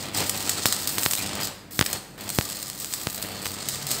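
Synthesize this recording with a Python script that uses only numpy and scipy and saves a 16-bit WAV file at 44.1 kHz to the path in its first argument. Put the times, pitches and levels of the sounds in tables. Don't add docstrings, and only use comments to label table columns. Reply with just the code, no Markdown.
import sys
import numpy as np
from scipy import signal
from scipy.fft import rfft, irfft
from scipy.io import wavfile
from scipy.ndimage import uniform_filter1d

SR = 44100
rng = np.random.default_rng(int(sys.argv[2]) if len(sys.argv) > 2 else 0)


def magnitude_from_level(level_db):
    exponent = np.asarray(level_db, float) / 20
    return 10 ** exponent


def dump(signal):
    limited = np.clip(np.atleast_2d(signal).T, -1, 1)
    pcm = np.round(limited * 32767).astype(np.int16)
    wavfile.write(sys.argv[1], SR, pcm)


N = 176400

# (frequency [Hz], level per Hz [dB])
SIZZLE_COLOUR = [(710, -52), (1200, -3), (1430, -16), (1730, -15.5), (1890, -6.5), (2300, -17.5),
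                 (2590, -14.5), (3430, -7.5), (3700, -4), (5130, -0.5), (5780, -5), (8600, 0), (9800, -8.5),
                 (14800, -2.5), (16000, -3.5)]
PULSE_HZ, PULSE_PEAK_S = 100.25, .0065


def colour(x, table):
    f, db = np.array(table).T
    hz = np.arange(N // 2 + 1) * SR / N + 1
    gain_db = np.interp(np.log(hz), np.log(f), db, left=-80, right=-80)
    y = irfft(rfft(x) * magnitude_from_level(gain_db), N)
    return y / np.std(y)


def curve(table, col):
    table = np.array(table)
    return np.interp(np.arange(N) / SR, table[:, 0], table[:, col])


def walk(rate):
    k = int(SR / rate)
    steps = np.repeat(rng.standard_normal(N // k + 1), k)
    return uniform_filter1d(steps, k // 2 + 1)[:N]


def add(out, x, t):
    i = int(round(t * SR))
    out[i:i + len(x)] += x[:len(out) - i]


def shop_noise():
    # (frequency [Hz], level per Hz [dB])
    shop_colour = [(30, -26), (80, -12), (140, 1.5), (270, -0.5), (500, -6.5), (1000, -15), (2000, -13.5),
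                   (8300, -40), (10000, -47), (15500, -31)]
    level = magnitude_from_level(-48.5 + 1.5 * walk(6))
    return level * colour(rng.standard_normal(N), shop_colour)


def hum():
    # (multiple of the pulse rate, relative level [dB])
    harmonics = [(1, -2.5), (2, -4), (3, -6)]
    # (time [s], hum level [dB])
    load = [(0, -46), (.17, -43), (.32, -45), (.45, -42), (.8, -47.5), (1.15, -50), (1.22, -41),
            (1.47, -43.5), (1.52, -56), (1.85, -50), (1.92, -52), (1.98, -43), (2.02, -74), (2.17, -56),
            (2.22, -45.5), (2.45, -50), (3.15, -57), (3.3, -45), (3.65, -50.5), (3.8, -47), (4, -56)]
    # (time [s], level [dB])
    drone = [(0, -54), (1.5, -60), (3.6, -57), (3.72, -44), (3.8, -42), (4, -43)]
    mains_db, drone_hz = -61, 139
    t = np.arange(N) / SR

    def tone(hz, db, waver_db):
        level = 2 ** .5 * magnitude_from_level(db + waver_db * walk(21.9))
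        return level * np.sin(2 * np.pi * hz * t + 1.2 * walk(12))

    buzz = sum(tone(k * PULSE_HZ, db + curve(load, 1), 2.5) for k, db in harmonics)
    mains = tone(PULSE_HZ / 2, mains_db, 1.5)
    return buzz + mains + tone(drone_hz, curve(drone, 1), 1.8)


def room(x):
    # (band centre [Hz], time to fade by 60 dB [s], level [dB])
    echo_bands = [(252, 0.81, -30), (940, 1, -6), (2770, 0.74, -8), (7400, 0.59, -8.5), (14000, 0.87, -30)]
    t, tail = np.arange(SR) / SR, 0
    for hz, t60, db in echo_bands:
        edges = [hz / 2, min(hz * 1.66, 18000)]
        sos = signal.butter(2, edges, "band", fs=SR, output="sos")
        band = signal.sosfilt(sos, rng.standard_normal(SR))
        fade = magnitude_from_level(db - 60 * t / t60) * np.sqrt(14 / t60 / SR)
        tail = tail + fade * band * np.clip(t / 0.0033, 0, 1)
    return signal.fftconvolve(x, tail)[:N]


def plate(x):
    # (frequency [Hz], relative level [dB])
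    modes = [(3500, -6), (4400, 0), (4900, -3), (5250, -4), (7250, -4), (7950, -2), (8230, 0), (8400, 0),
             (8750, -2), (13960, -4), (14720, -4)]
    ring_db, t60_s = -16, .07
    t = np.arange(SR // 4) / SR
    ring = sum(magnitude_from_level(db - 60 * t / t60_s) * np.sin(2 * np.pi * hz * t) for hz, db in modes)
    ring = ring / np.sqrt(np.sum(ring ** 2))
    return magnitude_from_level(ring_db) * signal.fftconvolve(x, ring)[:N]


def mic_ring(x, ring=1):
    x = np.append(x, np.zeros(90))
    lower = signal.lfilter(*signal.iirpeak(8400, 6, fs=SR), x)
    upper = signal.lfilter(*signal.iirpeak(14000, 6, fs=SR), x)
    return x + ring * (.5 * lower + .4 * upper)


def blast(ms):
    u = np.arange(-12, 60) / SR * 1000 / ms
    rise = np.exp(-(2 * u + .5) ** 2)
    recovery = -.8 * np.exp(-u / .9) * np.tanh(8 * u)
    return np.where(u < 0, rise, recovery)


def whistles():
    # (start [s], length [s], frequency [Hz], level [dB])
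    whistle_list = [(1.158, .05, 3950, -38), (1.175, .05, 2400, -38), (1.222, .055, 2800, -41.5),
                    (1.405, 0.035, 4920, -34.5), (1.877, 0.13, 4300, -44), (3.13, 0.13, 3960, -50),
                    (3.232, 0.35, 4480, -47.5)]
    width_hz = 130
    out = np.zeros(N)
    for s, length, hz, db in whistle_list:
        narrow = signal.iirpeak(hz, hz / width_hz, fs=SR)
        band = signal.lfilter(*narrow, rng.standard_normal(N))[-int(length * SR):]
        swell = signal.windows.tukey(len(band), .5)
        add(out, magnitude_from_level(db) * band / np.std(band) * swell, s)
    return out * magnitude_from_level(1.0 * walk(60))


def pops(fizz):
    # (time [s], pulse level [dB], pulse width [ms], thump level [dB])
    pop_list = [(.6569, -2, .2, -13), (.9832, -5, .14, -24), (1.0620, -1, .16, -13), (1.1352, -5, .1, -34),
                (1.7920, -2, .07, -17), (1.7925, 0, .13, -12), (1.8115, -3, .1, -13), (1.8121, 0, .17, -9),
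                (1.8146, -11, .07, -30), (1.8226, -14, .18, -30), (1.8261, -9, .18, -24),
                (1.8621, -12, .14, -32), (2.3873, -3, .1, -3), (2.4113, -9, .14, -26),
                (3.0710, -9, .12, -12), (3.4581, -11, .16, -28), (3.4666, -11, .12, -30)]
    low_cut_hz, fizz_db = 100, -30
    out, tail = np.zeros(N), np.zeros(N)
    low_cut = signal.butter(3, low_cut_hz, "high", fs=SR, output="sos")
    drop = -signal.sosfilt(low_cut, np.ones(3000))
    fade = np.exp(-np.arange(3000) / SR / 0.002)
    for s, db, ms, thump_db in pop_list:
        peak_s = s + ms / 4000
        add(out, magnitude_from_level(db) * mic_ring(blast(ms)), peak_s - 12 / SR)
        add(out, magnitude_from_level(thump_db) * drop, peak_s)
        add(tail, magnitude_from_level(db + fizz_db) * fade, s)
    return out + tail * fizz


def snaps(fizz, throb):
    # (time [s], peak level [dB])
    snap_list = [(.1429, -21), (.1475, -16), (.1758, -12), (.1769, -14), (.2676, -13), (.2715, -14),
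                 (.2954, -4), (.2963, -6), (.2973, -4), (.3651, -19), (.4055, -13), (.427, -14),
                 (.4641, -16), (.4944, 0), (.4961, -14), (.4973, -14), (.6586, -11), (.66, -12),
                 (.7253, -1), (.7451, -13), (.7649, -9), (.8233, -17), (.8741, -7), (.8759, -14),
                 (.8925, -12), (.9883, -14), (.995, -11), (1.0254, -8), (1.0333, -5), (1.0395, -13),
                 (1.053, -10), (1.0549, -12), (1.057, -11), (1.1112, -5), (1.1141, -13), (1.1158, -11),
                 (1.1349, -9), (1.1524, -5), (1.1848, -13), (1.1904, -13), (1.2742, -16), (1.3553, -16),
                 (1.4336, -15), (1.4728, -15), (1.4741, -18), (1.7125, -27), (1.8638, -7), (1.8659, -16),
                 (1.9299, -9), (1.9315, -10), (1.9331, -14), (2.2915, -17), (2.2925, -10), (2.3023, -9),
                 (2.3302, -21), (2.3488, -18), (2.3505, -18), (2.3611, -18), (2.4522, -17), (2.4796, -18),
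                 (2.5004, -13), (2.5093, -20), (2.5224, -14), (2.5274, -16), (2.5288, -15), (2.6093, -20),
                 (2.6277, -16), (2.6295, -18), (2.6815, -16), (2.6894, -20), (2.7003, -9), (2.732, -19),
                 (2.789, -21), (2.8008, -16), (2.8461, -10), (2.8596, -19), (2.9267, -14), (2.9288, -18),
                 (2.9322, -18), (2.9379, -6), (3.0151, -15), (3.0871, -19), (3.1002, -17), (3.1014, -16),
                 (3.1057, -16), (3.1462, -15), (3.1791, -16), (3.1815, -16), (3.2256, -14), (3.2272, -13),
                 (3.4194, -20), (3.4549, -14), (3.4778, -14), (3.6873, -5), (3.6896, -15), (3.7573, -15),
                 (3.868, -12), (3.9074, -13), (3.9144, -5)]
    # (time [s], fizz level [dB], flare level [dB])
    bursts = [(.175, -20, -38), (.265, -26, -50), (.2954, -14, -36), (.405, -36, -32), (.4946, -19, -26),
              (.633, -32, -36), (.6572, -17, -21), (.7253, -18, -45), (.874, -19, -25), (.8926, -24, -42),
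              (.9835, -35, -26.5), (1.0333, -24, -29.5), (1.053, -25, -37), (1.1115, -18, -32),
              (1.1351, -26, -32), (1.353, -26, -38), (1.412, -25, -45), (1.472, -25, -45),
              (1.841, -30, -43), (1.862, -21, -35), (1.93, -18, -33), (2.209, -30, -40), (2.291, -26, -45),
              (2.3023, -23, -43), (2.349, -28, -45), (2.627, -26, -39), (2.8, -36, -35), (2.926, -27, -45),
              (2.938, -21, -36), (3.0995, -24, -42), (3.146, -26, -39), (3.2256, -22, -37),
              (3.455, -28, -36), (3.6875, -21, -28), (3.868, -26, -30), (3.9072, -27, -45),
              (3.9146, -24, -28)]
    base_width_ms, snap_fizz_db = .065, -19.5
    fizz_ms, flare_ms = 1.26, 23.4
    out, tail, flare = np.zeros(N), np.zeros(N), np.zeros(N)
    t = np.arange(8000) / SR * 1000
    puff = np.exp(-t / fizz_ms) * np.tanh(t / .4)
    for (s, db), luck in zip(snap_list, rng.random(len(snap_list))):
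        width_ms = base_width_ms * (.65 + .5 * luck + .25 * magnitude_from_level(db))
        click = mic_ring(blast(width_ms), ring=4)
        peak = np.abs(click).argmax()
        add(out, magnitude_from_level(db) * click / np.abs(click).max(), s - peak / SR)
        add(tail, magnitude_from_level(db + snap_fizz_db) * puff, s)
    for s, fizz_db, flare_db in bursts:
        add(tail, magnitude_from_level(fizz_db) * puff, s)
        add(flare, magnitude_from_level(flare_db) * np.exp(-t / flare_ms), s)
    return out + (tail + flare * throb) * fizz


def arc():
    # (time [s], sizzle level [dB], brightness above about 9 kHz [dB], roar level [dB], pulsing depth [0-1])
    burning = [(0, -30.5, -7, -33, 0.1), (.135, -48, -3, -39.5, 0.95), (.15, -25.5, -6, -29.5, 0.53),
               (.3, -35, 0, -38, 0), (.45, -32, -5, -37.5, 0.57), (.62, -32.5, -8, -36.5, 0.2),
               (.72, -27.5, -3, -39.5, 0), (.85, -35, -1, -39, 0), (.97, -36, 5, -35.5, 0.45),
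               (1.04, -32, 5.5, -38, 0.2), (1.14, -34, 8, -44, 0.84), (1.2, -31.5, -2.5, -33, 0.67),
               (1.37, -38.5, -11, -36.5, 0.65), (1.43, -32.5, 0, -33, 0.35), (1.485, -31, -7, -40.5, 0.4),
               (1.5, -59, 10, -42.5, 0.36), (1.706, -81, 6, -77, 0.9), (1.709, -41.5, 5, -47, 0.08),
               (1.79, -38, 5, -56, 0.34), (1.88, -41.5, 8, -39, 1), (1.965, -34, -3, -33.5, 0.2),
               (1.98, -57, 7, -52, 0.4), (2.176, -59, -4, -68, .5), (2.179, -45, -1, -41, 0.3),
               (2.28, -39, -2, -39.5, 0.2), (2.36, -35, 4, -48, 0), (2.52, -34.5, -2.5, -44, 0.5),
               (2.72, -39.5, -0.5, -48, 0.65), (2.92, -36.5, 1.5, -48, 0), (3.05, -38.5, 2, -48, 0.1),
               (3.2, -42, 8, -41.5, 0.84), (3.37, -39.5, -5, -39.5, 0.3), (3.47, -38, 2, -40.5, 0.7),
               (3.66, -36.5, -12, -40.5, 0.48), (3.74, -31.5, -4.5, -40.5, 0.02),
               (3.85, -38.5, -4, -40, 0.27), (3.92, -27, -3, -35.5, 0), (4, -37.5, 0, -39, 0.04)]
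    # (frequency [Hz], level per Hz [dB])
    roar_colour = [(60, -7), (100, -4.5), (200, -3.5), (400, -6.5), (800, -7.5), (1200, -12), (1800, -12.5),
                   (3000, -12.5), (5000, -19)]
    puff_sharpness, puff_db = 2.1, 4
    sparks_per_s, spark_db, spark_spread_db = 1700, 11.5, 2
    spits_per_s, spit_db, spit_spread_db, spit_ms = 180, 3.5, 0.5, 2.9
    phase = (np.arange(N) / SR - PULSE_PEAK_S) * PULSE_HZ
    puff_sizes = magnitude_from_level(puff_db * np.tanh(rng.standard_normal(500)))
    size = puff_sizes[np.floor(phase + 1.5).astype(int)]
    depth = np.clip(curve(burning, 4), 0, 1)
    pulse = np.abs(np.cos(np.pi * phase)) ** puff_sharpness
    puffs = 1 - depth + 2 * depth * size * pulse

    luck = rng.random((N, 4)).T
    spark_size = magnitude_from_level(spark_db - spark_spread_db * np.log(luck[1] + 0.0045))
    sparks = (luck[0] < sparks_per_s / SR) * spark_size * puffs
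    spit_size = magnitude_from_level(spit_db - spit_spread_db * np.log(luck[3] + 0.06))
    starts = (luck[2] < puffs * spits_per_s / SR) * spit_size
    spits = signal.lfilter([1], [1, -np.exp(-1000 / SR / spit_ms)], starts)

    hiss_level = puffs * magnitude_from_level(2.0 * walk(500)) + spits
    hiss = colour(rng.standard_normal(N) * hiss_level + sparks + 2.0 * starts, SIZZLE_COLOUR)
    treble = signal.sosfiltfilt(signal.butter(4, 9500, "high", fs=SR, output="sos"), hiss)
    hiss = hiss + (magnitude_from_level(curve(burning, 2)) - 1) * treble
    roar_level = (puffs + 0.35) * magnitude_from_level(2.1 * walk(30))
    roar = colour(rng.standard_normal(N) * roar_level, roar_colour)
    return magnitude_from_level(curve(burning, 1)) * hiss + magnitude_from_level(curve(burning, 3)) * roar


def scene():
    pop_echo_db = -12
    fizz = colour(rng.standard_normal(N) * magnitude_from_level(3 * walk(900)), SIZZLE_COLOUR)
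    throb = 1 + 0.13 * np.cos(2 * np.pi * (np.arange(N) / SR - PULSE_PEAK_S) * PULSE_HZ)
    near = arc() + snaps(fizz, throb) + whistles()
    close = pops(fizz)
    near = near + plate(near)
    echo = room(near + magnitude_from_level(pop_echo_db) * close)
    return (near + close + echo + hum() + shop_noise())[None]


def roll_off(x):
    return signal.sosfilt(signal.butter(12, 16810, fs=SR, output="sos"), x)


def record(dry):
    ceiling, top_hz = 1.0, 15700
    soft = dry / (1 + np.abs(dry / ceiling) ** 4) ** .25
    top_cut = signal.ellip(8, .2, 14, top_hz, fs=SR, output="sos")
    mix = signal.sosfiltfilt(top_cut, soft)
    return roll_off(mix)


dry = scene()
out = record(dry)
dump(out)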